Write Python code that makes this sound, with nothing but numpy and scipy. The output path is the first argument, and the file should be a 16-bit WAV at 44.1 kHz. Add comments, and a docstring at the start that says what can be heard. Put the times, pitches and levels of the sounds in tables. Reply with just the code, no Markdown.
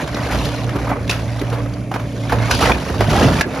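"""Excavator pulling down a timber roof

A diesel excavator, some way off in the open, drones and clatters as it pulls a timber roof apart.
Boards splinter in dense crackle and knocking chips, single boards crack and echo, a nail squeals,
and the roof frame rumbles as it shifts. Noise, damped tones and sine partials make the sounds.
The two microphone ports hear it with a phase lag that grows with pitch, amid changing scattered sound."""
import sys
import numpy as np
from scipy import signal
from scipy.fft import rfft, irfft, next_fast_len
from scipy.io import wavfile
from scipy.ndimage import map_coordinates

SR = 44100
rng = np.random.default_rng(int(sys.argv[2]) if len(sys.argv) > 2 else 0)


def transcribe(u):
    """Save the signal u as a 16-bit wav file named by the first command-line argument.

    u: samples, shape (n,) or (channels, n), limited to [-1, 1]; the rate is SR.
    q: integer samples, one column per channel.
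    """
    v = np.clip(np.atleast_2d(u).T, -1, 1)
    q = np.round(v * 32767).astype(np.int16)
    wavfile.write(sys.argv[1], SR, q)


N = 158760  # samples, 3.6 s

# Treble colour of breaking wood. Each row: frequency in Hz, relative level per Hz in dB.
GRIT_COLOUR = [(1500, -16.5), (2600, -0.5), (4500, -4.5), (7000, -8.5), (10000, -13), (15000, -27.5)]


def amp(db):
    """Decibels to a linear amplitude factor."""
    return 10 ** (np.asarray(db) / 20)


def unit(x):
    """Scale to an rms of one."""
    return x / np.sqrt(np.mean(x ** 2) + 1e-20)


def along(points, hz):
    """Read (Hz, value) points on a logarithmic frequency axis."""
    f, value = np.transpose(points)
    return np.interp(np.log(hz + 1), np.log(f + 1), value)


def curves(rows):
    """One value per sample for each column after the time in seconds."""
    s, *columns = np.transpose(rows)
    return [np.interp(np.arange(N) / SR, s, column) for column in columns]


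def wobble(rate):
    """A smooth random curve with rate knots a second."""
    knots = rng.standard_normal(int(N * rate / SR) + 4)
    return map_coordinates(knots, [np.arange(N) * rate / SR])


def filtered(x, response):
    """Multiply the spectrum of x by a complex response of frequency."""
    m = next_fast_len(x.shape[-1] + 8192)
    return irfft(rfft(x, m) * response(np.fft.rfftfreq(m, 1 / SR)), m)[..., :x.shape[-1]]


def coloured(x, spectrum):
    """Pass x through a causal filter with the given spectrum; white noise keeps its rms."""
    def response(hz):
        # folding the cepstrum gives the minimum-phase filter
        cepstrum = irfft(np.log(amp(along(spectrum, hz))))
        half = len(cepstrum) // 2
        cepstrum[1:half] *= 2
        cepstrum[half + 1:] = 0
        h = np.exp(rfft(cepstrum))
        return h / np.sqrt(np.mean(abs(h) ** 2))
    return filtered(x, response)


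def engine():
    """Wavering tones tied to the firing rate, over a noise roar that pulses with the firings."""
    # Each row: time in seconds, second firing harmonic in Hz, its rms level in dB.
    running = [(0.0, 113.3, -31.5), (0.24, 117.8, -24), (0.78, 116.6, -25.5), (0.96, 113.2, -22.5),
               (1.5, 116.2, -23), (1.85, 116.7, -27), (2.3, 113.8, -22), (2.75, 116.9, -24.5),
               (2.81, 115.5, -35), (2.93, 107.4, -28.5), (3.06, 106.3, -19), (3.36, 111.6, -29),
               (3.51, 104.3, -29.5), (3.6, 109.1, -41)]
    # Each row: multiple of that harmonic, level in dB over the level that tone follows.
    partials = [(.5, -7), (1, 0), (2.2, -12), (2.5, -8.5), (5, -17.5)]
    # Each row: frequency in Hz, relative level of the roar per Hz in dB.
    roar_colour = [(30, -36.5), (60, 4), (130, 11), (300, -3.5), (400, -22.5), (600, 5), (850, -19),
                   (1700, -24), (2300, -13), (3500, -42.5), (6500, -28), (10000, -28.5), (15000, -64)]
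    waver_db, drift = 2.3, .008  # random level waver; random pitch drift as a fraction
    upper_db = -26.5  # multiples from 2 up waver about this level, whatever the engine's level
    roar_db, firing_depth = -31, .15

    hz, level_db = curves(running)
    phase = 2 * np.pi * np.cumsum(hz * (1 + drift * wobble(8.3))) / SR
    tones = 0
    for multiple, db in partials:
        base_db = level_db if multiple < 2 else upper_db
        level = amp(db + waver_db * wobble(14) + base_db)
        tones = tones + level * np.sin(multiple * phase + 2 * np.pi * rng.random())
    firing = 1 + firing_depth * np.cos(phase / 2)
    roar = unit(coloured(firing * rng.standard_normal(N), roar_colour))
    return np.sqrt(2) * tones + amp(roar_db + .2 * wobble(4.66)) * roar


def crackle(per_s, spread_db, life_s, bed):
    """Tiny fractures of random size, each a dying puff of noise, on a bed of even noise."""
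    exceed = np.minimum(rng.exponential(size=N), 2)
    size = (rng.random(N) < per_s / SR) * amp(spread_db * exceed)
    puffs = signal.lfilter([1], [1, -np.exp(-1 / (life_s * SR))], size)
    return (unit(puffs) + bed) * rng.standard_normal(N)


def chips(centre_hz):
    """Small pieces knocking: short damped tones of random pitch and size."""
    spread, decay_cycles = .4, 9  # log-pitch spread; cycles for a tone to fall to 1/e
    when, pitch, size = rng.random((3, 500))
    hz = centre_hz * np.exp(spread * (4 * pitch - 2))[:, None]
    n = np.arange(900)
    decay = np.exp(-n * hz / SR / decay_cycles)
    level = amp(5 * size[:, None]) * (centre_hz / hz) ** .5  # higher chips are weaker
    tones = level * np.sin(2 * np.pi * hz * n / SR) * decay
    places = (when * N).astype(int)[:, None] + n
    return unit(np.bincount(places.ravel(), tones.ravel(), N)[:N])


def tearing():
    """Splintering wood and grit from fractures and chips, with the shifting frame's rumble and boom."""
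    # The roof giving way. Each row: time in seconds, splintering level in dB, its treble in dB.
    giving_way = [(0, -20.5, -27.5), (.06, -32, -37.5), (.2, -28.5, -35.5), (.35, -22.5, -30.5),
                  (.45, -28.5, -32), (.62, -30, -36), (.77, -29.5, -40), (.86, -28.5, -37.5),
                  (.92, -20.5, -47), (.99, -33, -43), (1.07, -38.5, -43), (1.13, -42, -41),
                  (1.2, -37.5, -38), (1.56, -30.5, -41), (1.72, -37.5, -46.5), (1.9, -48, -51),
                  (2.02, -48.5, -45.5), (2.28, -33, -37.5), (2.37, -29.5, -36), (2.47, -24, -31),
                  (2.55, -25.5, -23), (2.6, -25, -27), (2.62, -18.5, -21), (2.71, -15.5, -25.5),
                  (2.73, -28.5, -29.5), (2.83, -29.5, -34.5), (2.98, -31, -34.5), (3.07, -23, -32),
                  (3.12, -21, -26), (3.24, -16, -22.5), (3.31, -22, -30.5), (3.4, -22.5, -25.5),
                  (3.43, -37, -65), (3.49, -29.5, -39), (3.6, -26, -34.5)]
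    # The roof frame shifting. Each row: time in seconds, rumble level in dB, boom level in dB.
    shifting = [(0.0, -26.5, -34), (0.21, -30, -28), (0.35, -23.5, -17.5), (0.63, -28, -34),
                (0.75, -23.5, -26.5), (1.1, -30.5, -29.5), (1.28, -32, -28), (2.27, -29.5, -41),
                (2.34, -20, -21), (2.43, -27.5, -30.5), (2.7, -18.5, -15), (2.8, -29.5, -27),
                (3.26, -11.5, -17.5), (3.4, -19, -17), (3.43, -43, -37), (3.47, -16, -38),
                (3.52, -29.5, -60), (3.6, -25.5, -28)]
    # Colours of splintering, rumble and boom. Each row: frequency in Hz, relative level per Hz in dB.
    splinter_colour = [(300, -13.5), (600, 4), (1200, 0), (2400, -10.5), (3500, -47.5)]
    frame_colour = [(70, -1.5), (140, 10), (300, 1.5), (550, -5.5), (900, -43)]
    boom_colour = [(25, -26), (45, 19.5), (60, 30), (90, 24), (130, -33)]
    chips_db = -1  # against the fractures
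    chip_hz, sliver_hz = 1000, 3223  # centre pitch of the chips and of the smallest pieces

    splinter_db, grit_db = curves(giving_way)
    frame_db, boom_db = curves(shifting)
    fractures = crackle(240, spread_db=3, life_s=.003, bed=.9)
    fine = .6 * fractures + crackle(530, spread_db=4, life_s=.002, bed=.6)
    splinter = unit(coloured(fractures, splinter_colour)) + amp(chips_db) * chips(chip_hz)
    grit = unit(coloured(fine, GRIT_COLOUR)) + amp(chips_db) * chips(sliver_hz)
    rumble = coloured(crackle(140, spread_db=4.5, life_s=.01, bed=.6), frame_colour)
    boom = coloured(rng.standard_normal(N), boom_colour)
    return (amp(splinter_db) * unit(splinter) + amp(grit_db) * unit(grit)
            + amp(frame_db) * unit(rumble) + amp(boom_db) * unit(boom))


def cracks():
    """Boards crack: each a noisy snap, a short blurred two-mode ring, a spray of treble and a thud."""
    # Each row: start in seconds, level in dB, lower ring mode in Hz, treble in dB and thud in dB
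    # (both against the level), time in seconds for the snap to fall 60 dB.
    boards = [(0.075, -21, 1230, -3, -23, 0.036), (0.144, -20.5, 3950, -6, 1, 0.038),
              (0.166, -17, 1323, -28, -7, 0.13), (0.309, -18, 1257, -24, -32, 0.53),
              (.386, -22, 4130, -14, -22, 0.014), (0.449, -20, 4440, -14, -15, 0.17),
              (0.691, -22, 2015, -7, -19, 0.041), (0.756, -12.5, 334, -16, -6.5, 0.11),
              (.869, -20.5, 790, -26, -28, 0.092), (0.89, -20.5, 1098, -34, -4.5, 0.36),
              (1.076, -29.5, 2460, 8, -16, 0.017), (1.094, -7.5, 2484, -3, -38, 0.05),
              (1.1, -28, 3840, 15.5, -26, 0.015), (1.109, -20.5, 2630, 9.5, -23, 0.028),
              (1.116, -17, 1760, -32, -21, 0.39), (1.392, -23.5, 3890, -24, -13, 0.059),
              (1.413, -19.5, 1980, -19, 6.5, 0.046), (1.499, -37.5, 5050, 13, -20, 0.014),
              (1.525, -18.5, 806, -38, -31, 0.29), (1.735, -29.5, 4440, -9, -26, 0.047),
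              (1.913, -13, 719, -40, -28, 0.091), (1.938, -15, 1172, -18, -5.5, 0.15),
              (1.959, -11, 685, -22, -21, 0.05), (1.995, -22.5, 1210, -19, -20, 0.21),
              (2.294, -15, 1409, -34, -22, 0.18), (2.321, -5.5, 666, -21, -5.5, 0.11),
              (2.494, -13.5, 599.7, -33, -8, 0.12), (2.509, -6.5, 1470, 3.5, -30, 0.058),
              (2.606, -8.5, 659, -7, -24, 0.2), (2.624, -8, 1333, -12, -5, 0.2),
              (2.695, -9.5, 939, -28, -6, 0.1), (2.717, -5, 2380, -36, -17, 0.02),
              (2.898, -12.5, 318, -37, -1, 0.059), (2.94, -17, 1173, -32.5, -33, 0.049),
              (3.005, -2, 596.5, -16, -7, 0.095), (3.096, -28.5, 2275, 9, 1, 0.29),
              (3.129, -7, 341, -25, -9, 0.048), (3.165, -13.5, 252.6, -25, -3, 0.096),
              (3.227, -11.5, 1930, -19, 0, 0.039), (3.243, -6, 417, -25, -1, 0.027),
              (3.409, -3.5, 1622, -5.5, -20, 0.039)]
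    # Colours of snap and thud. Each row: frequency in Hz, relative level per Hz in dB.
    board_colour = [(300, -3.5), (700, 3), (1500, -2), (3000, -15.5), (4500, -46)]
    thud_colour = [(80, -16), (200, 0.5), (450, 5.5), (900, -37.5)]
    snap_db, ring_db = -5, -2
    rise_s, hold_s = .0013, .004  # onset time constant; a crack keeps tearing briefly
    ring_blur, blur_t60 = 1.1, .09  # random phase drift; the fall time in s at which it applies as is
    ring_longer, second_mode = .6, 1.42  # ring's fall time over the snap's; upper mode over lower

    out, t = np.zeros(N + SR), np.arange(SR // 4) / SR
    for s, db, hz, treble_db, thud_db, t60 in boards:
        def fade(longer):
            fall = amp(-60 * np.maximum(t - hold_s, 0) / (abs(t60) * longer))
            return fall * (1 - np.exp(-t / rise_s))

        snap, spray, thud, jitter = rng.standard_normal((4, len(t)))
        # a longer or higher crack rings more blurred
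        blur = ring_blur * np.sqrt(hz / SR * abs(t60) / blur_t60)
        phase = 2 * np.pi * hz * t + blur * np.cumsum(jitter)
        ring = np.sin(phase) + .5 * np.sin(second_mode * phase)
        layers = [(snap_db, coloured(snap * fade(1), board_colour)),
                  (ring_db, ring * fade(ring_longer)),
                  (treble_db, coloured(spray * fade(.78), GRIT_COLOUR)),
                  (thud_db, coloured(thud * fade(.75), thud_colour))]
        crack = sum(amp(db + rel_db) * x / abs(x).max() for rel_db, x in layers)
        out[round(s * SR):][:len(t)] += crack
    return out[:N]


def echo(x):
    """Walls and ground answer with a noise tail in which each frequency dies at its own speed."""
    # Each row: frequency in Hz, time in seconds to fall 60 dB.
    yard = [(200, 0.8), (2000, 0.19), (10000, 0.022)]
    delay_s = .012
    hz, t, bins = signal.stft(rng.standard_normal(SR // 2), SR, nperseg=256)
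    decay = amp(-60 * t / along(yard, hz)[:, None])
    tail = signal.istft(bins * decay, SR, nperseg=256)[1]
    delayed = np.pad(x, (round(delay_s * SR), 0))
    return signal.fftconvolve(delayed, tail / np.linalg.norm(tail))[:N]


def creak():
    """A nail pulling out: a rough squeal and its octave, rising as the nail slides."""
    # Each row: time in seconds, pitch in Hz, level in dB.
    nail = [(2.4, 1907, -39), (2.44, 2175, -28), (2.5, 2320, -42)]
    hz, level_db = curves(nail)
    phase = 2 * np.pi * np.cumsum(hz * (1 + wobble(500) / 25)) / SR  # fast pitch jitter roughens it
    t = np.arange(N) / SR
    sliding = (t > nail[0][0]) * (t < nail[-1][0])
    squeal = np.sin(phase) + .3 * np.sin(2 * phase)
    return sliding * amp(level_db + 4 * wobble(80)) * squeal


def scene():
    """Direct sound at both ports, with scattered paths that differ between them and keep changing."""
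    # Share of scattered sound. Each row: frequency in Hz, level in dB.
    diffuse = [(60, -22), (300, -17), (1200, -10), (3000, -7), (5000, -5), (8000, -22), (9500, -13),
               (14000, -16)]
    echo_db = -16
    paths_per_s, path_t60 = 4, .15  # changes of path a second; seconds for a path to fall 60 dB

    snaps = cracks()
    sound = engine() + tearing() + creak() + snaps + amp(echo_db) * echo(snaps)
    t = np.arange(SR // 10) / SR
    turns = np.arange(N) / SR * paths_per_s
    scattered = 0
    for k in range(16):
        path = rng.standard_normal(len(t)) * amp(-60 * t / path_t60)
        share = np.cos(np.clip(turns - k, -1, 1) * np.pi / 2)  # equal-power crossfade between paths
        scattered = scattered + signal.fftconvolve(sound * share, path / np.linalg.norm(path))[:N]
    scattered = filtered(scattered, lambda hz: amp(along(diffuse, hz)))
    return np.array([sound + scattered, sound - scattered])  # opposite sign at the two ports


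def record(dry):
    """Port phase and balance, a low cut, a soft ceiling and the band limit."""
    # Each row: frequency in Hz, phase in radians by which left leads (negative: lags).
    left_lead = [(0, 0), (5200, 0), (6000, -.6), (7000, -1.6), (7700, -3), (8700, -3.25), (10700, -6.1),
                 (12500, -6.4), (13800, -9.3), (16500, -9.5)]
    # Each row: frequency in Hz, level of left over right in dB.
    left_louder = [(60, -1.5), (200, -2), (500, -1.6), (1800, -1.6), (2800, .5), (5000, 2), (9000, 0)]
    low_cut_hz, top_hz, ceiling = 44.6, 16300, .98  # ceiling against full scale

    side = np.array([[.5], [-.5]])  # half of each difference goes to either port
    lead_hz, lead = np.transpose(left_lead)

    def ports(hz):
        balance = amp(side * along(left_louder, hz))
        turn = np.exp(1j * side * np.interp(hz, lead_hz, lead))
        low_cut = (1j * hz / (low_cut_hz + 1j * hz)) ** 2
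        return balance * turn * low_cut

    x = filtered(dry, ports)
    x = x / (1 + abs(x / ceiling) ** 6) ** (1 / 6)
    return filtered(x, lambda hz: hz < top_hz)


dry = scene()
out = record(dry)
transcribe(out)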